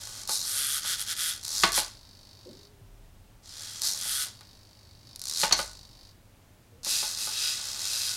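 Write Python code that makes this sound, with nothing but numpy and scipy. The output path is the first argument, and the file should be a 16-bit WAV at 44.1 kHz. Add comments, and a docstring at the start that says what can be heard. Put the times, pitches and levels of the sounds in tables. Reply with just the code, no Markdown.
"""A servo creeps softly in a quiet room: a small plastic two-legged robot on a desk tips a foot, pushes off and leans.
It shakes the lifted foot, drops back, leans again, falls back and at last walks, in a short room tail, in mono.
Servos are random grains and ticks paced by gear turns and fifty drive pulses a second, ringing in the shell.
Backlash snaps and footfalls are impulses broken into rebounds; low knocks are wavering sines.
Stalled servos buzz at the pulse rate, and filtered noise makes the room tone."""
import sys
import numpy as np
from scipy import signal
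from scipy.fft import rfft, irfft
from scipy.io import wavfile

SR = 44100
rng = np.random.default_rng(int(sys.argv[2]) if len(sys.argv) > 2 else 0)


def put_to_file(sound):
    """Save the sound as 16-bit audio at rate SR, in the file named by the first command-line argument."""
    columns = np.atleast_2d(sound).T  # one column per channel
    safe = np.clip(columns, -1, 1)
    whole_steps = np.round(safe * 32767)
    wavfile.write(sys.argv[1], SR, whole_steps.astype(np.int16))


N = 359856
TIME = np.arange(N) / SR

# All level_db columns are relative: later gains, filters and resonances shift them.

# Servo strokes: tip, push off and lean; four shakes of the lifted foot; drop back and straighten;
# tip and lean again; swing back, fall and straighten; walk.
# Columns: start_s, rise_s, driven_length_s, coast_decay_s, top_speed_turns_per_s,
#          rattle_level_db, whirr_level_db, tick_level_db, load_on_rough_tooth (0-1)
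SERVO_STROKES = [ (0, .01, 0.22, 0.034, 56, -41.5, -54.5, -49.5, 0.04),
                 (0.272, 0.051, .065, .075, 150, -27.5, -63, -32, 0.28),
                 (.41, .08, 0.19, 0.026, 136, -36, -44, -33, .3),
                 (0.519, .075, .265, .018, 140, -34, -38.5, -32, 0.55),
                 (0.807, .08, .13, .02, 180, -31, -36, -34, .41),
                 (0.964, 0.043, .055, 0.02, 110, -35.5, -40.5, -33.5, .43),
                 (1.049, .06, .08, 0.009, 165, -33, -37.5, -35, .45),
                 (1.147, .06, .15, 0.037, 165, -33, -37.5, -32.5, .45),
                 (1.414, 0.27, .225, 0.037, 135, -27, -46, -34, 0.5),
                 (1.718, .045, .07, 0.026, 190, -26, -35, -28, .44),
                 (3.42, .21, 0.37, 0.037, 80, -41, -51.5, -51.5, 0.3),
                 (3.812, 0.038, .06, 0.065, 146, -27, -46.5, -32.5, .4),
                 (3.929, .19, .305, 0.025, 140, -34, -39.5, -32.5, .34),
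                 (5.199, 0.14, .17, 0.034, 85, -32.5, -53.5, -45, 0.8),
                 (5.348, .06, .09, .03, 135, -26.5, -44.5, -35.5, .6),
                 (5.549, .04, .05, .04, 90, -32.5, -55, -39.5, 0.38),
                 (6.831, .07, .14, .13, 160, -27.5, -39.5, -33, .3),
                 (7.152, 0.058, .11, 0.099, 110, -34, -44, -36.5, 0.13),
                 (7.27, .17, .22, 0.088, 160, -30, -36.5, -38, .22),
                 (7.564, 0.092, 0.25, 0.055, 67, -36, -48.5, -47, .2),
                 (7.755, 0.15, 0.34, 0.107, 120, -31, -42, -38, .15)]
# Gears jumping across their play. Columns: start_s, level_db
BACKLASH_SNAPS = [(0.2753, -22), (0.2936, -17), (1.4353, -27.5), (1.4503, -19.5), (1.4656, -28.5),
                  (1.48, -19.5), (1.7198, -16), (1.729, -17.5), (3.8182, -15), (4.4085, -38),
                  (5.1595, -25.5), (5.194, -27.5), (5.216, -21.5), (5.2385, -24), (5.255, -25.5),
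                  (5.2804, -23.5), (5.2963, -19), (6.8471, -19.5)]
# A foot meets the desk, or a loose part taps the shell.
# Columns: start_s, level_db, brightness_hz (half the low-pass corner, which is held below SR / 3)
FOOTFALLS = [(0.291, -34.5, 1190), (0.847, -41.5, 600), (1.635, -15, 2500), (1.776, -25.5, 3500),
             (4.055, -47, 903), (4.262, -50, 1473), (4.409, -53, 4000), (5.433, -21, 3483),
             (5.511, -29, 2466), (5.525, -23, 2910), (5.591, -28.5, 1790), (6.865, -40, 1186),
             (7.029, -36, 900), (7.271, -38, 601), (7.593, -45, 453.3)]
# A hard edge of a foot slaps down. Columns: start_s, level_db
EDGE_SLAPS = [(1.635, -17), (5.5242, -5.5)]
# Soft knocks through the furniture. Columns: start_s, level_db, pitch_hz, waver_hz, t60_s
FURNITURE_KNOCKS = [(2.455, -44, 300, 100, 0.39), (2.455, -47, 524, 73, 0.26), (2.52, -60, 397, 14, 1.7),
                    (2.812, -43, 104.4, 15, 0.11), (2.829, -47.5, 38.3, 4.7, 1.8), (1.6, -44, 44, 9.8, 1.1),
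                    (5.45, -45.5, 43, 4.7, 1.46), (6.71, -58.5, 486, 23.7, 0.47)]
# A stalled servo holds a pose. Columns: start_s, length_s, twitch_level_db, shudder_level_db
POSE_HOLDS = [(1.872, 0.79, -57, -60.5), (4.283, 0.29, -58, -62), (4.57, 0.62, -61.5, -64.5),
              (5.053, 0.099, -54, -59), (5.687, 0.17, -53, -59), (5.838, 0.27, -58.5, -59.5)]
# Gaps between the rebounds of loose plastic parts, scaled for each kind of blow. Column: gap_s
REBOUND_GAPS = [.00037, .00083, .00131, .00197, .00289]

# Broad spectra, each for one kind of sound. Columns: frequency_hz, level_db (per Hz)
GEAR_SPECTRUM = [(400, -25), (850, -25), (1500, -20), (2300, -19), (3200, -16), (3900, -0.5), (5000, 2),
                 (6500, -1), (8200, -7), (12000, -18), (16000, -27.5)]
MOTOR_SPECTRUM = [(200, -30), (1000, -37.5), (1270, -2), (1700, -1.5), (2300, -6.5), (2950, -2.5),
                  (3350, 7.5), (4200, -9), (16000, -25.5)]
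TOOTH_SPECTRUM = [(2000, -25.5), (6000, -11.5), (8200, -2.5), (9200, 0.5), (10600, -1.5), (12000, -3.5),
                  (13400, -6), (14700, -24.5), (16000, -34)]
BUZZ_SPECTRUM = [(800, -17), (2400, -22.5), (3300, -15), (3900, -7), (5400, -7.5), (6500, -14.5),
                 (10500, -24.5), (15000, -30)]
FOOT_SPECTRUM = [(60, -27.5), (110, -14.5), (200, -10.5), (330, -13.5), (700, -7), (1300, -8.5),
                 (2200, -10), (4200, -7.5), (13000, -30.5)]
EDGE_SPECTRUM = [(700, -26), (2000, -15), (3400, -27), (4300, 10), (5000, -9), (6000, 6), (7500, -6.5),
                 (12000, -18.5), (16000, -28.5)]
ROOM_SPECTRUM = [(13, -32.5), (22, -2), (59, -8.5), (97, -2), (132, -12), (242, -15), (457, -22),
                 (569, -20), (1230, -27), (16000, -38)]

# Resonances of the shell and servo cases. Columns: pitch_hz, width_hz, lift_db
SHELL_MODES = [(396, 30, 2.5), (568, 16, 7), (853.6, 20, 10), (918, 30, 4.5), (1130, 32, 8.5),
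               (1203, 34.7, 5), (1473, 21, 7.5), (2010, 29, 4.5), (3736, 47, 4), (4250, 30, 6.5),
               (4295, 28, 1.5), (7700, 460, 2.5), (8230, 200, -4.5), (8850, 270, 5)]
# Resonances of the hip servos, heard in the walk. Columns: pitch_hz, width_hz, lift_db
HIP_MODES = [(2614, 185, 17), (3870, 60, 22), (4930, 240, 29.5)]
# Notes that a stalled servo keeps ringing. Columns: pitch_hz, width_hz, lift_db
STALL_MODES = [(3890, 110, 5), (4540, 70, 7), (5230, 90, 5)]

FRAME_HZ, FRAME_START_S = 50, .0105  # drive pulses
CREEP_TURNS_PER_S = 50  # a creeping gear turns about once per drive pulse
# the amplitude of each sound grows as this power of the stroke's pace
RATTLE_POWER, WHIRR_POWER, TICK_POWER = 0.67, 0.92, 1.14
WALK_START_S = 6.5
HOLD_RISE_S, HOLD_DECAY_S = 0.0092, .018
ROOM_DB = -56
CUTOFF_HZ = 15900


def from_db(db):
    """Amplitude factor of a level in decibels."""
    return 10 ** (np.asarray(db) / 20)


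def rms_one(x):
    """Scales a signal to an rms of 1."""
    return x / np.sqrt(np.mean(x ** 2) + 1e-20)


def convolve(x, response):
    """Rings a response with a signal, cut to the scene's length."""
    return signal.fftconvolve(x, response)[:N]


def drift(rate_hz):
    """Straight lines between random knots of spread 1."""
    knots = rng.standard_normal(4000)
    return np.interp(TIME * rate_hz, np.arange(len(knots)), knots)


def body(spectrum, modes=(), size=8192):
    """Minimum-phase response of unit energy: a broad spectrum with narrow resonances on top."""
    hz = np.arange(size // 2 + 1) * SR / size + 1e-3
    points = np.array(spectrum)
    db = np.interp(np.log(hz), np.log(points[:, 0]), points[:, 1])
    for pitch_hz, width_hz, lift_db in modes:
        db = db + lift_db / (1 + ((hz - pitch_hz) / width_hz) ** 2)
    # folding the cepstrum forward in time makes the response causal
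    cepstrum = irfft(np.log(from_db(db)))
    cepstrum[1:size // 2] *= 2
    cepstrum[size // 2 + 1:] = 0
    response = irfft(np.exp(rfft(cepstrum)))
    return response / np.linalg.norm(response)


def uneven_strengths(count, spread_db):
    """Random amplitudes, spread in decibels and kept within two spreads."""
    return from_db(spread_db * np.clip(rng.standard_normal(count), -2, 2))


def grains(per_s, spread_db):
    """Dense tiny impacts of uneven size and either sign; rms 1."""
    sizes = uneven_strengths(N, spread_db) * rng.choice([-1, 1], N)
    hits = rng.random(N) < per_s / SR
    return rms_one(sizes * hits)


def pulses(turns, rate, decay_s, spread_db):
    """Envelope of one decaying burst per turn, each of its own strength; rms 1."""
    strengths = uneven_strengths(4000, spread_db)
    strength = strengths[np.floor(turns).astype(int) % len(strengths)]
    age_s = (turns % 1) / rate
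    return rms_one(strength * np.exp(-age_s / decay_s) / np.sqrt(rate))


def blend(share, envelope):
    """Envelope of a steady flow with a share of its power in bursts."""
    share = np.clip(share, 0, 1)
    return np.sqrt(1 - share + share * envelope ** 2)


def swell(start_s, rise_s, length_s, decay_s):
    """Rises evenly to 1, stays while driven, then dies away."""
    age_s = TIME - start_s
    return np.clip(age_s / rise_s, 0, 1) * np.exp(-np.clip((age_s - length_s) / decay_s, 0, 20))


def burst(start_s, decay_s):
    """Envelope that starts at once and dies away."""
    return (TIME >= start_s) * np.exp(-np.clip((TIME - start_s) / decay_s, 0, 20))


def clicks(rows):
    """One impulse for each start_s, level_db."""
    out = np.zeros(N)
    for start_s, level_db in rows:
        out[int(start_s * SR)] += from_db(level_db)
    return out


def rebound(x, scale, feedback):
    """Chained allpass filters break a blow into a quick run of rebounds, with its spectrum unchanged."""
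    for gap_s in REBOUND_GAPS:
        delay = np.zeros(max(int(gap_s * scale * SR), 1))
        x = signal.lfilter(np.r_[feedback, delay, 1], np.r_[1, delay, feedback], x + 1e-18)
    return x


def strokes():
    """Gives speed, load and three gains: overlaps add in power, the fastest sets the beat, pace weights the load."""
    speed, power = CREEP_TURNS_PER_S, 1e-18
    weighted_load, weight = 0, 1e-18
    for start_s, rise_s, length_s, decay_s, top_speed, rattle_db, whirr_db, tick_db, load in SERVO_STROKES:
        pace = swell(start_s, rise_s, length_s, decay_s)
        stroke_speed = CREEP_TURNS_PER_S + (top_speed - CREEP_TURNS_PER_S) * pace
        speed = np.maximum(speed, stroke_speed)
        gains = [from_db(rattle_db) * pace ** RATTLE_POWER,
                 from_db(whirr_db) * pace ** WHIRR_POWER,
                 from_db(tick_db) * pace ** TICK_POWER]
        power = power + np.square(gains)
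        weighted_load = weighted_load + load * pace
        weight = weight + pace
    return speed, np.clip(weighted_load / weight, 0, 1), np.sqrt(power)


def servos():
    """Slow servos move in kicks, one per drive pulse; fast ones run through, and the turning gear marks the beat."""
    speed, load, (rattle_gain, whirr_gain, tick_gain) = strokes()
    speed = speed * from_db(0.22 * drift(60))
    turns = np.cumsum(speed) / SR
    slowness = FRAME_HZ / speed
    kicks = pulses((TIME - FRAME_START_S - .002) * FRAME_HZ, FRAME_HZ, decay_s=.004, spread_db=1.2)
    lurch = pulses(turns, speed, decay_s=.003, spread_db=1.5)
    tooth = pulses(turns, speed, decay_s=.0011, spread_db=.8)
    drive = blend(.3 * (1 - load) * slowness, kicks)
    rattle = grains(per_s=10000, spread_db=6.0) * drive * blend(load * slowness + 0.23, lurch) * rattle_gain
    whirr = grains(per_s=12000, spread_db=2.0) * blend(0.66 * load, lurch) * whirr_gain * from_db(2.5)
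    # the tooth's tick rings a high note of the case; the rest of the gear only rasps
    ticks = rng.choice([-1, 1], N) * tooth * np.sqrt(load) * tick_gain
    rasp = grains(per_s=9000, spread_db=2.5) * drive * np.sqrt(1 - load) * tick_gain
    # the kicks of a slow servo also jolt the legs and shell
    jolts = rattle * from_db(-10.5) * (1 - load) * slowness ** 2
    # the hips ring the more, the faster they swing
    hips = (TIME > WALK_START_S) * np.clip(speed / 160, 0, 1)
    return (convolve(rattle, body(GEAR_SPECTRUM, SHELL_MODES))
            + convolve(whirr * (1 - hips), body(MOTOR_SPECTRUM, SHELL_MODES))
            + convolve(whirr * hips * from_db(3.5), body(MOTOR_SPECTRUM, SHELL_MODES + HIP_MODES))
            + convolve(ticks * from_db(2.0), body(TOOTH_SPECTRUM, [(10770, 470, 6)]))
            + convolve(rasp, body(TOOTH_SPECTRUM, SHELL_MODES))
            + convolve(jolts, body(FOOT_SPECTRUM, SHELL_MODES)))


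def room_tone():
    """Steady air of the quiet room: white noise shaped by a broad spectrum and one low resonance."""
    noise = rng.standard_normal(N)
    return from_db(ROOM_DB) * rms_one(convolve(noise, body(ROOM_SPECTRUM, [(115, 9.5, 4.9)])))


def room(x, low_t60_s, high_t60_s, split_hz, wet_db):
    """Adds the diffuse tail of a small room to the direct sound; the treble dies first."""
    t = TIME[:SR]
    noise = rng.standard_normal(SR)
    low = signal.lfilter(*signal.butter(1, split_hz, fs=SR), noise)
    high = noise - low
    tail = low * from_db(-60 * t / low_t60_s) + high * from_db(-60 * t / high_t60_s)
    tail = tail * (t > .003)
    return x + from_db(wet_db) * convolve(x, tail / np.linalg.norm(tail))


def backlash():
    """Single hard snaps of tooth on tooth, each a short run of rebounds ringing in gears and shell."""
    snap = rebound(signal.unit_impulse(2048), scale=.12, feedback=.5)
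    snaps = convolve(clicks(BACKLASH_SNAPS), snap) * from_db(12.0)
    ring = 0.83 * body(GEAR_SPECTRUM, SHELL_MODES) + 0.59 * body(TOOTH_SPECTRUM, SHELL_MODES)
    return convolve(snaps, ring)


def feet():
    """A landing rebounds and shakes every loose part for some milliseconds; soft landings are duller."""
    run = rebound(signal.unit_impulse(4096), scale=.8, feedback=0.79)
    clatter = grains(per_s=9000, spread_db=1.5)
    blows = np.zeros(N)
    for start_s, level_db, brightness_hz in FOOTFALLS:
        start = int(start_s * SR)
        push = run + from_db(-23) * clatter[:4096] * np.exp(-TIME[:4096] / 0.0064)
        clatter = np.roll(clatter, 4096)  # fresh grains for the next landing
        lowpass = signal.butter(1, min(2 * brightness_hz, SR / 3), fs=SR)
        push = signal.lfilter(*lowpass, push)[:N - start]
        blows[start:start + len(push)] += from_db(level_db + 26.0) * push
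    slap = rebound(signal.unit_impulse(4096), scale=0.55, feedback=0.76)
    slaps = convolve(clicks(EDGE_SLAPS), slap) * from_db(16.5)
    return (convolve(blows, body(FOOT_SPECTRUM, SHELL_MODES))
            + convolve(slaps, body(EDGE_SPECTRUM, [(4527, 65, 10.0)])))


def knocks():
    """Faint low bumps that swell and ring on unsteadily; the lowest are the slow wobble of the desk."""
    out = np.zeros(N)
    for start_s, level_db, pitch_hz, waver_hz, t60_s in FURNITURE_KNOCKS:
        phase = 2 * np.pi * np.cumsum(pitch_hz + waver_hz * drift(2 * waver_hz)) / SR
        decay_s = t60_s / np.log(1000)
        envelope = burst(start_s, decay_s) - burst(start_s, decay_s / 4)
        out += from_db(level_db + 5.5) * envelope * np.sin(phase)
    return out


def holding():
    """Each drive pulse twitches the stalled motor: a tick, then a shudder that lasts almost to the next pulse."""
    frames = (TIME - FRAME_START_S) * FRAME_HZ
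    twitch = pulses(frames - .02, FRAME_HZ, decay_s=.0025, spread_db=1.1)
    shudder = pulses(frames - .2, FRAME_HZ, decay_s=.012, spread_db=.6)
    # the same teeth meet on every pulse, so part of the rattle repeats
    same_teeth = np.resize(rng.choice([-1, 1], SR // FRAME_HZ), N)
    contact = same_teeth + .6 * rng.choice([-1, 1], N)
    effort = np.zeros(N)
    for start_s, length_s, twitch_db, shudder_db in POSE_HOLDS:
        strain = from_db(twitch_db) * twitch + from_db(shudder_db) * shudder
        effort = np.maximum(effort, swell(start_s, HOLD_RISE_S, length_s, HOLD_DECAY_S) * strain)
    return convolve(rms_one(contact) * effort * from_db(-0.5), body(BUZZ_SPECTRUM, STALL_MODES))


def scene():
    """Motors and feet each get their own room tail; knocks and room tone stay dry."""
    motors = room(servos() + backlash() + holding(),
                  low_t60_s=0.37, high_t60_s=0.06, split_hz=4600, wet_db=-13)
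    steps = room(feet(), low_t60_s=0.29, high_t60_s=0.058, split_hz=3900, wet_db=-7.5)
    return (from_db(-1.5) * motors + steps + knocks() + room_tone())[None]


def record(dry):
    """One microphone channel whose top is cut steeply by an elliptic low-pass."""
    lowpass = signal.ellip(12, .1, 70, CUTOFF_HZ, fs=SR, output="sos")
    return signal.sosfilt(lowpass, dry)


dry = scene()
out = record(dry)
put_to_file(out)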